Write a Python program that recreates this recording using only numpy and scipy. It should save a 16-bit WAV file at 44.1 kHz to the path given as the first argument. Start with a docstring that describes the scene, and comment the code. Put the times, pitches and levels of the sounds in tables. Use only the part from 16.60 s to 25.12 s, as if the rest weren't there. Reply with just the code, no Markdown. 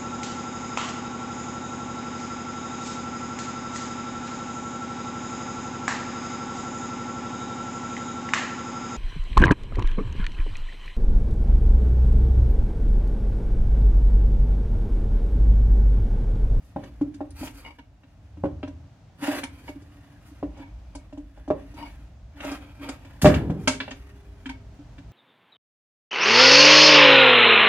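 """A small sheet-metal motor housing, pried at with a screwdriver on a wooden bench, knocks, ticks and scrapes.
Blows and friction grit drive its decaying modes and a hollow air note near 290 Hz.
One hard drop booms the plank modes and leaves a steel bowl humming; shank taps, snaps, squeaks and rattles are
driven noise. A small workshop answers, over a low rumble and a faint hiss, all heard at a phone's two ports."""
import sys
import numpy as np
from scipy import signal
from scipy.fft import rfft, irfft
from scipy.io import wavfile
from scipy.ndimage import uniform_filter1d

SR = 44100
rng = np.random.default_rng(int(sys.argv[2]) if len(sys.argv) > 2 else 0)


def rack_gain(trim_db):
    """Turn a fader trim in dB into the linear factor to multiply a signal by."""
    fader = np.asarray(trim_db, float)
    return 10 ** (fader / 20)


def store_wav(level_fs):
    """Save 16-bit WAV to argv[1]."""
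    pcm = np.round(np.clip(np.atleast_2d(level_fs), -1, 1) * 32767)
    wavfile.write(sys.argv[1], SR, pcm.T.astype(np.int16))


N = 375732
T = np.arange(N) / SR  # s

# housing contacts: [t/s, knock/dB, hollow note/dB, sheet-metal clink/dB, bright tick/dB], relative levels
CONTACTS = [(0.162, -24.5, -30.5, -60, -80), (0.19, -47, -44.5, -63, -78), (0.236, -43, -54, -49, -59),
            (0.412, -32, -17, -54.5, -62), (0.541, -68, -43, -56, -58), (0.606, -27, -29, -66, -76),
            (0.704, -72, -58, -76, -58.5), (0.812, -57, -30.5, -47.5, -59), (0.831, -35, -32.5, -46.5, -60),
            (0.872, -60, -51, -43.5, -54), (1.188, -70, -47, -51.5, -76), (1.434, -58.5, -53, -60.5, -84),
            (1.771, -50.5, -42.5, -66, -77), (1.838, -20.5, -24, -58, -69), (1.854, -25.5, -27.5, -58, -73),
            (2.03, -32.5, -29.5, -41, -74), (2.076, -40, -35.5, -52.5, -62), (2.623, -62, -30, -53, -67),
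            (2.679, -24.5, -20.5, -36.5, -53), (2.73, -36, -33, -41, -58),
            (2.834, -40, -35.5, -35.5, -41.5), (3.088, -41, -35.5, -53, -56), (3.156, -69, -36, -83, -86),
            (3.219, -54, -47.5, -67, -64), (3.713, -64, -44.5, -71, -72), (3.828, -25, -26.5, -62, -84),
            (3.972, -46, -62, -65, -63), (3.996, -49, -36, -65, -69), (4.351, -41.5, -40, -57, -48.5),
            (4.526, -45.5, -39, -58, -66), (4.574, -43, -34, -61, -65), (4.775, -46, -54.5, -62, -73),
            (4.878, -33.5, -29, -56.5, -62.5), (4.903, -15, -24, -59, -68), (5.139, -53, -41.5, -75, -63),
            (5.804, -44.5, -46, -41, -56), (5.845, -32.5, -59, -51, -47.5), (5.914, -38, -29, -45, -45),
            (6.288, -37.5, -32.5, -39, -41.5), (6.448, -52.5, -43, -56, -63),
            (6.618, -37, -30.5, -30.5, -33), (6.645, -11, -13.5, -29, -35), (6.655, -13, -13, -20.5, -38),
            (6.668, -16.5, -22, -31, -34), (6.684, -18, -17, -43, -46), (6.698, -22.5, -34, -42, -50),
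            (6.741, -31, -25, -28.5, -42), (6.9, -32, -28, -48.5, -60), (7.075, -25.5, -22.5, -19, -23.5),
            (7.203, -37.5, -35, -28, -57), (7.279, -37, -40.5, -41, -71), (7.311, -41.5, -39.5, -39.5, -61),
            (7.858, -64, -33, -37.5, -55), (7.892, -59, -36.5, -39, -52.5), (8.19, -66, -43, -67.5, -75),
            (8.382, -64, -45, -51, -65)]
# housing's weight landing on the bench top: [t/s, relative level/dB]
LANDINGS = [(0.16, -28.5), (0.411, -34), (0.809, -38.5), (1.775, -45), (1.836, -29), (3.827, -36.5),
            (4.905, -31), (6.633, -16.5), (6.647, -9), (6.674, -11.5), (6.763, -25.5), (6.898, -25),
            (7.074, -32.5)]
# housing, screwdriver and wires sliding:
# [rise ends t/s, fall starts t/s, rasp level/dB, hiss over rasp/dB, ringing-steel share/0-1]
STROKES = [(0.06, 0.056, -83.5, 15.5, 0), (0.22, 0.26, -61, -7, 1), (0.793, 0.86, -52, 2.5, 0.57),
           (0.957, 1.003, -59.5, 1, 0.44), (1.047, 1.06, -56, -10.5, 0.96), (2.631, 2.79, -40.5, -7.5, 0.2),
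           (2.946, 3.1, -64, -3, 0.9), (3.08, 3.06, -54, -1, 0.99), (3.688, 3.67, -72.5, 11, 0),
           (3.96, 4.03, -59, -16, 0.96), (4.08, 4.1, -75, -23, 0.9), (4.253, 4.43, -71.5, -10, 1),
           (4.776, 5, -75.5, -23, 0), (5.189, 5.26, -49, -8, 0.99), (5.772, 5.83, -57.5, -16, 0.4),
           (5.845, 5.95, -44.5, -12, 0), (6.014, 6.1, -61, -15, 0.8), (6.216, 6.32, -49.5, -11.5, 0.77),
           (6.432, 6.56, -67.5, -12, 0.7), (6.674, 6.767, -45, -12, 0.78), (7.016, 7.04, -77.5, 7.5, .1),
           (7.829, 7.8, -63.5, -3.5, 1)]
SLIDE_RISE_DB_S, SLIDE_FALL_DB_S = 557.5, 390
# faint rubbing of hands on the parts between strokes: [t/s, rasp level/dB]
FIDGET_LEVEL = [(0, -76), (.35, -72), (1.15, -72.5), (1.3, -84), (1.5, -74), (2.5, -89), (2.9, -72),
                (3.75, -69.5), (3.85, -73.5), (4.1, -79), (4.6, -76), (5.05, -68), (5.4, -68), (5.6, -84.5),
                (6.1, -72.5), (7.36, -65.5), (7.8, -69.5), (8.0, -78)]
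FIDGET_HISS_DB, FIDGET_WAVER_DB = -9, -1.5  # hiss over rasp; rms waver
# drone and drag-note level at a rasp of PIVOT_DB, and slope in dB per dB of rasp
PIVOT_DB = -50
DRONE_DB, DRONE_SLOPE, DRAG_NOTE_DB, DRAG_NOTE_SLOPE = -51, 1.13, -46, 0.82
# housing modes: [f/Hz, relative level/dB, t60/s]
HOUSING_MODES = [(390, -5, 0.09), (420, -8, 0.053), (551.6, -7.5, 0.14), (607, 0.5, 0.11),
                 (721, 2.5, 0.025), (782, -10.5, 0.065), (969, -10.5, 0.12), (1424, -14, 0.11),
                 (1584, -3, 0.038), (1802, 0.5, 0.019), (2308, 2.5, 0.019), (2711, -1.5, 0.038),
                 (3070, -5.5, 0.025), (4860, -6, 0.078)]
# screwdriver shank modes when dragged: [f/Hz, relative level/dB, t60/s]
SHANK_MODES = [(932, 8, 0.05), (1480, -14.5, .07), (1850, -7, 0.016), (2213, 8, 0.03), (2890, -0.5, 0.03),
               (4670, -0.5, 0.0076)]
# band edges of knock | clink | tick: [f/Hz]
PART_EDGES_HZ = [350, 1200, 4000, 15500]
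# hollow note: dragged pitch, t60 of its free tail, struck pitch;
# it sinks as the clink rises above CLINK_FREE_DB relative to the note
HOLLOW_HZ, HOLLOW_T60_S = 285.8, 0.19
NOTE_HZ, NOTE_SAG_HZ_PER_DB, CLINK_FREE_DB = 289.4, 1.16, -20.5
# low rumble: [t/s, level/dB, upper band over lower/dB]
RUMBLE_LEVEL = [(0.0, -47, -9), (0.14, -52, -5), (0.4, -45.5, -7.5), (0.78, -41.5, 4.5), (1.14, -53.5, -4),
                (1.56, -55.5, -3), (1.99, -35.5, 29.5), (2.371, -57.5, -1), (2.68, -59, -2),
                (2.89, -49.5, 10), (3.18, -48.5, 7), (3.5, -56, -7), (3.871, -44.5, -9), (5.1, -45, -16),
                (6.498, -48, -5), (6.81, -39, 15), (7.3, -46, -5.5), (8.52, -45, -4.5)]
# hiss spectrum: [f/Hz, relative level/dB]
AIR_COLOUR = [(59, -7), (100, 14), (340, -8.5), (411, -14.5), (457, -13), (640, -6), (1110, -16.5),
              (2520, -23.5), (6530, -30), (11500, -48.5), (15500, -47.5)]
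AIR_DB = -65  # rms of its mid above 300 Hz, before flicker
# bench plank modes: [f/Hz, relative level/dB, t60/s]
PLANK_MODES = [(69.4, -16, 0.61), (94.8, -11, 0.55), (123, -13.5, 0.36), (155.8, -0.5, 0.23),
               (186, 1, 0.13)]
# steel bowl set humming by the hardest landing: [f/Hz, level/dB, t60/s]
BOWL_MODES = [(404.5, -46, 4.5), (373, -55, 3.8), (969, -48, .7)]
# first touch of a steel tip, a thin high snap: [t/s, relative level/dB]
TIP_SNAPS = [(0.54, -47), (.705, -40), (.868, -49.5), (2.835, -22), (4.35, -32), (6.288, -30), (6.618, -18),
             (7.157, -54), (7.892, -44)]
# steel on steel, the shank rings: [t/s, relative level/dB]
SHANK_TAPS = [(.872, -45.5), (1.048, -48.5), (1.062, -46.5), (1.077, -52), (1.106, -54), (1.186, -50.5),
              (2.837, -37.5), (3.079, -45.5), (4.349, -51), (5.188, -50.5), (5.226, -43.5), (6.292, -44),
              (7.074, -26.5), (7.862, -52), (7.895, -43)]
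# brief rubbing squeaks: [t/s, length/s, f/Hz, level/dB]
RUB_SQUEAKS = [(1.053, 0.046, 2890, -57), (3.555, 0.043, 1620, -67), (3.66, 0.029, 1590, -68)]
# loose parts chattering on after a jolt: [t/s, level/dB, t60/s, top f/Hz]
CHATTER = [(6.616, -36, 0.34, 14050), (6.655, -22, 0.24, 2174), (6.698, -42.5, 0.28, 1950),
           (6.742, -36.5, 0.19, 2980), (7.075, -27.5, 0.21, 8330), (7.202, -40, 0.23, 4940),
           (7.308, -48, 0.12, 6600)]
# room wash per part (low, knock, clink, tick): [t60/s]
WASH_T60_S = [0.65, 0.29, 0.26, 0.17]
# wash level per part: [level/dB]
WASH_DB = [-11, -8.5, -8, -5.5]
# left-right likeness of the reflections per part: [0-1]
WASH_ALIKE = [0.71, 0.38, 0, 0.11]
# scatter off the clutter per part: [level/dB]
SCATTER_DB = [-15, -3, -3, -1]
SCATTER_T60_S, LEFT_LAG_SAMPLES = 0.028, 4


def unit(x):
    """Scale to rms 1."""
    return x / np.sqrt(np.mean(x ** 2))


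def band(x, lo_hz, hi_hz, order=2):
    """Butterworth band-pass."""
    return signal.sosfilt(signal.butter(order, [lo_hz, hi_hz], "band", fs=SR, output="sos"), x)


def ring(x, hz, t60_s):
    """One decaying mode driven by x."""
    pole = np.exp((2j * np.pi * hz - np.log(1000) / t60_s) / SR)
    return signal.lfilter([1], [1, -pole], x).imag


def kicks(t_s, size):
    """Impulses at times t_s."""
    x = np.zeros(N, np.asarray(size).dtype)
    np.add.at(x, (np.asarray(t_s) * SR).astype(int), size)
    return x


def fade(x, t60_s):
    """Each impulse becomes a falling envelope."""
    return signal.lfilter([1], [1, -1000 ** (-1 / (t60_s * SR))], x)


def walk(rate_hz):
    """Smoothed random wander, rms 1."""
    k = int(SR / rate_hz)
    steps = np.repeat(rng.standard_normal(N // k + 1), k)
    return unit(uniform_filter1d(uniform_filter1d(steps, k), k)[:N])


def grit(spread_db=3.0):
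    """Dense tiny catches of uneven size, in slight gusts."""
    gusts_db = 2.13 * walk(110)
    uneven_db = spread_db * np.minimum(rng.exponential(size=N), 5)
    return unit(rng.standard_normal(N) * rack_gain(uneven_db + gusts_db))


def slides():
    """Gains of drone, rasp, hiss and hollow note, and steel share: strokes rise and fall over faint rubbing."""
    rasp = rack_gain(np.interp(T, *np.transpose(FIDGET_LEVEL)) + FIDGET_WAVER_DB * walk(4.4))
    hiss, steel = rasp * rack_gain(FIDGET_HISS_DB), np.zeros(N)
    for start, end, db, hiss_db, share in STROKES:
        rise_db = SLIDE_RISE_DB_S * np.maximum(start - T, 0)
        fall_db = SLIDE_FALL_DB_S * np.maximum(T - end, 0)
        gain = rack_gain(db - rise_db - fall_db)
        rasp = rasp + gain
        hiss = hiss + gain * rack_gain(hiss_db)
        steel = steel + gain * np.clip(share, 0, 1)
    force = rasp / rack_gain(PIVOT_DB)
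    drone = rack_gain(DRONE_DB) * force ** DRONE_SLOPE
    note = rack_gain(DRAG_NOTE_DB) * force ** DRAG_NOTE_SLOPE
    return [drone, rasp, hiss, note], steel / rasp


def dragged_shank(catches, wander_db):
    """A dragged screwdriver sings: grit drives its modes, which come and go."""
    return unit(sum(rack_gain(db + wander_db * walk(25)) * ring(catches, hz, t60) for hz, db, t60 in SHANK_MODES))


def housing(rub, metal):
    """Knock, clink, tick: blows and grit ring the same modes, with a crack of noise between them."""
    # per part: knock, clink, tick
    lift_db, crack_db, crack_t60_s = (-3, -1, -3), (-7, -1, 6), (.07, .06, .06)
    dull_hz, rub_hz, body = (800, 3500, 8000), (1150, 3000, 14000), (.6, .3, .1)
    spot_db, wander_db, tilt, hiss_hz = 3, 3, 0.19, 6500
    t_s, knock, _, clink, tick = np.transpose(CONTACTS)
    spot = rng.standard_normal((len(CONTACTS), len(HOUSING_MODES)))  # striking point favours some modes
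    slope_db_oct = tilt * np.clip(clink - knock, -35, 5)  # soft blows favour the lower modes
    catches, parts = grit(), []
    # bare friction, duller towards the top
    bare = signal.lfilter([1], [1, -np.exp(-2 * np.pi * hiss_hz / SR)], catches)
    shank = dragged_shank(catches, wander_db)
    for k, blow_db in enumerate((knock, clink, tick)):
        lo, hi = PART_EDGES_HZ[k:k + 2]
        hit, rubbed = 0, 0
        for m, (hz, db, t60) in enumerate(HOUSING_MODES):
            if lo < hz < hi:
                size_db = blow_db + lift_db[k] + db + spot_db * spot[:, m]
                size_db = size_db + slope_db_oct * np.log2(hz / lo / 1.34)
                hit = hit + ring(kicks(t_s, rack_gain(size_db)), hz, t60)
                rubbed = rubbed + rack_gain(db + wander_db * walk(12)) * ring(catches, hz, t60)
        swell = fade(kicks(t_s, rack_gain(blow_db + crack_db[k])), crack_t60_s[k])
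        swell = uniform_filter1d(swell, size=130, origin=64)  # contact builds over 3 ms
        noise = rng.standard_normal(N) * swell * np.sqrt(SR / 2 / (hi - lo))
        crack = band(noise, 0.83 * lo, dull_hz[k], order=2 + (k > 0))
        friction = unit((-1) ** k * unit(band(bare, lo, rub_hz[k])) + body[k] * unit(rubbed))
        scrape = metal * unit(band(shank, lo, hi)) + np.sqrt(1 - metal ** 2) * friction
        parts.append(band(hit, 0.88 * lo, hi) + crack + rub[k] * scrape)
    return parts


def hollow(rub, rasp):
    """Shell's air note: a hand stifles it, sooner while dragged; a little rings on; dragging sustains it."""
    lift_db, left_db, rise_s, grip_s, stifle = 5, -22, 0.0053, 0.026, 0.17
    out, t = np.zeros(N + SR), np.arange(SR // 2) / SR
    for t_s, _, db, clink, _ in CONTACTS:
        i = int(t_s * SR)
        hz = NOTE_HZ - NOTE_SAG_HZ_PER_DB * max(clink - db - CLINK_FREE_DB, 0)
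        held_s = grip_s / (1 + stifle * rasp[i] / rack_gain(PIVOT_DB))
        fall = np.exp(-(t / held_s) ** 2) + rack_gain(left_db) * 1000 ** (-t / HOLLOW_T60_S)
        note = np.sin(2 * np.pi * hz * t) * (1 - np.exp(-t / rise_s)) * fall
        out[i:i + len(t)] += rack_gain(db + lift_db) * note
    return out[:N] + rub * unit(ring(grit(), HOLLOW_HZ, HOLLOW_T60_S))


def rumble():
    """Low noise in two bands of changing level and balance, alike at both ports."""
    t_s, db, upper_db = np.transpose(RUMBLE_LEVEL)
    upper = rack_gain(np.interp(T, t_s, upper_db))
    low = unit(band(rng.standard_normal(N), 43.6, 66)) + upper * unit(band(rng.standard_normal(N), 64.6, 98.3))
    return low / np.hypot(1, upper) * rack_gain(np.interp(T, t_s, db))


def air():
    """Coloured hiss with a slight flicker; bass alike left and right, treble unrelated."""
    alike_hz, flicker_db = 900, 2.4
    hz = np.maximum(np.fft.rfftfreq(N, 1 / SR), 1)
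    colour_hz, colour_db = np.transpose(AIR_COLOUR)
    colour = rack_gain(np.interp(np.log(hz), np.log(colour_hz), colour_db))
    mid, side = rfft(rng.standard_normal((2, N))) * colour
    side = side * hz / (hz + alike_hz)
    both = irfft(np.array([mid + side, mid - side]), N)
    mid_rms = np.std(irfft(mid * (hz > 300), N))
    return both / mid_rms * rack_gain(AIR_DB + flicker_db * walk(2.0))


def bench():
    """Landings kick the plank modes, the hardest also the bowl; loose tools shake on as fading noise."""
    spot_db, shake_db, shake_t60_s = 3, -17, 0.87
    t_s, size_db = np.transpose(LANDINGS)
    spot = rng.standard_normal((len(LANDINGS), len(PLANK_MODES)))
    planks = sum(ring(kicks(t_s, rack_gain(size_db + db + spot_db * spot[:, m])), hz, t60)
                 for m, (hz, db, t60) in enumerate(PLANK_MODES))
    hardest = size_db == size_db.max()
    bowl = sum(ring(kicks(t_s, rack_gain(db) * hardest), hz, t60) for hz, db, t60 in BOWL_MODES)
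    shake = fade(kicks(t_s, rack_gain(size_db + shake_db)), shake_t60_s)
    return planks + bowl + unit(band(rng.standard_normal(N), 58, 310)) * shake


def snaps():
    """Short noise bursts in a narrow high band."""
    t_s, db = np.transpose(TIP_SNAPS)
    return band(rng.standard_normal(N) * fade(kicks(t_s, rack_gain(db)), 0.03), 9400, 9700)


def taps():
    """The shank, scuffed for a moment at each touch, rings a little longer than when dragged."""
    spot_db, longer, touch_t60_s = 3, 1.05, 0.039
    t_s, size_db = np.transpose(SHANK_TAPS)
    spot = rng.standard_normal((len(SHANK_TAPS), len(SHANK_MODES)))
    scuff = rng.standard_normal(N) * np.sqrt(2 * np.log(1000) / touch_t60_s / SR)
    out = 0
    for m, (hz, db, t60) in enumerate(SHANK_MODES):
        touch = fade(kicks(t_s, rack_gain(size_db + db + spot_db * spot[:, m])), touch_t60_s)
        out = out + ring(scuff * touch, hz, longer * t60)
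    return out


def squeaks():
    """Grit keeps one narrow mode going for a moment."""
    catches, out = grit(), 0
    for t_s, length_s, hz, db in RUB_SQUEAKS:
        half_s = length_s / 2
        swell = np.exp(-((T - t_s - half_s) / half_s) ** 4)
        out = out + rack_gain(db) * unit(ring(catches, hz, 0.034)) * swell
    return out


def rattles():
    """Uneven grit under a falling envelope, each jolt with its own brightness."""
    catches = grit(1.9)
    return sum(unit(band(catches, 500, top_hz, order=5)) * fade(kicks([t_s], [rack_gain(db)]), t60)
               for t_s, db, t60, top_hz in CHATTER)


def room(x, t60_s, db, alike, scatter_db):
    """Direct sound, clutter scatter and a fading wash; moving hands keep changing the paths."""
    t = np.arange(SR // 2) / SR
    wash = rack_gain(db) * np.sqrt(14 / t60_s / SR) * 1000 ** (-t / t60_s) * np.clip(t / 0.015, 0, 1)
    scatter = rack_gain(scatter_db) * np.sqrt(14 / SCATTER_T60_S / SR) * 1000 ** (-t / SCATTER_T60_S) * (t > .0006)
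    out = np.array([np.roll(x, LEFT_LAG_SAMPLES), x])
    turn_rad, apart = 2.53 * walk(5), np.clip(1 - alike, 0, 1)
    for share in (np.cos(turn_rad), np.sin(turn_rad)):  # drift between two sets of paths
        mid, side = rng.standard_normal((2, len(t))) * (wash + scatter)
        paths = np.array([mid + apart * side, mid - apart * side])
        out = out + signal.fftconvolve((x * share)[None], paths, axes=1)[:, :N]
    return out


def scene():
    """All parts in the workshop, over rumble and hiss."""
    rub, metal = slides()
    low = hollow(rub[3], rub[1]) + bench()
    knock, clink, tick = housing(rub, metal)
    clink = clink + squeaks() + taps() + rattles()
    tick = tick + snaps()
    spaces = zip((low, knock, clink, tick), WASH_T60_S, WASH_DB, WASH_ALIKE, SCATTER_DB)
    near = sum(room(x, *space) for x, *space in spaces)
    return near + rumble() + air()


def roll_off(x):
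    """The treble ends steeply here."""
    return signal.sosfilt(signal.butter(12, 16530, fs=SR, output="sos"), x)


def record(dry):
    """The phone rounds the loudest peaks and cuts the deepest bass."""
    rounded = np.tanh(dry)
    mix = signal.sosfilt(signal.butter(5, 38, "high", fs=SR, output="sos"), rounded)
    return roll_off(mix)


dry = scene()
out = record(dry)
store_wav(out)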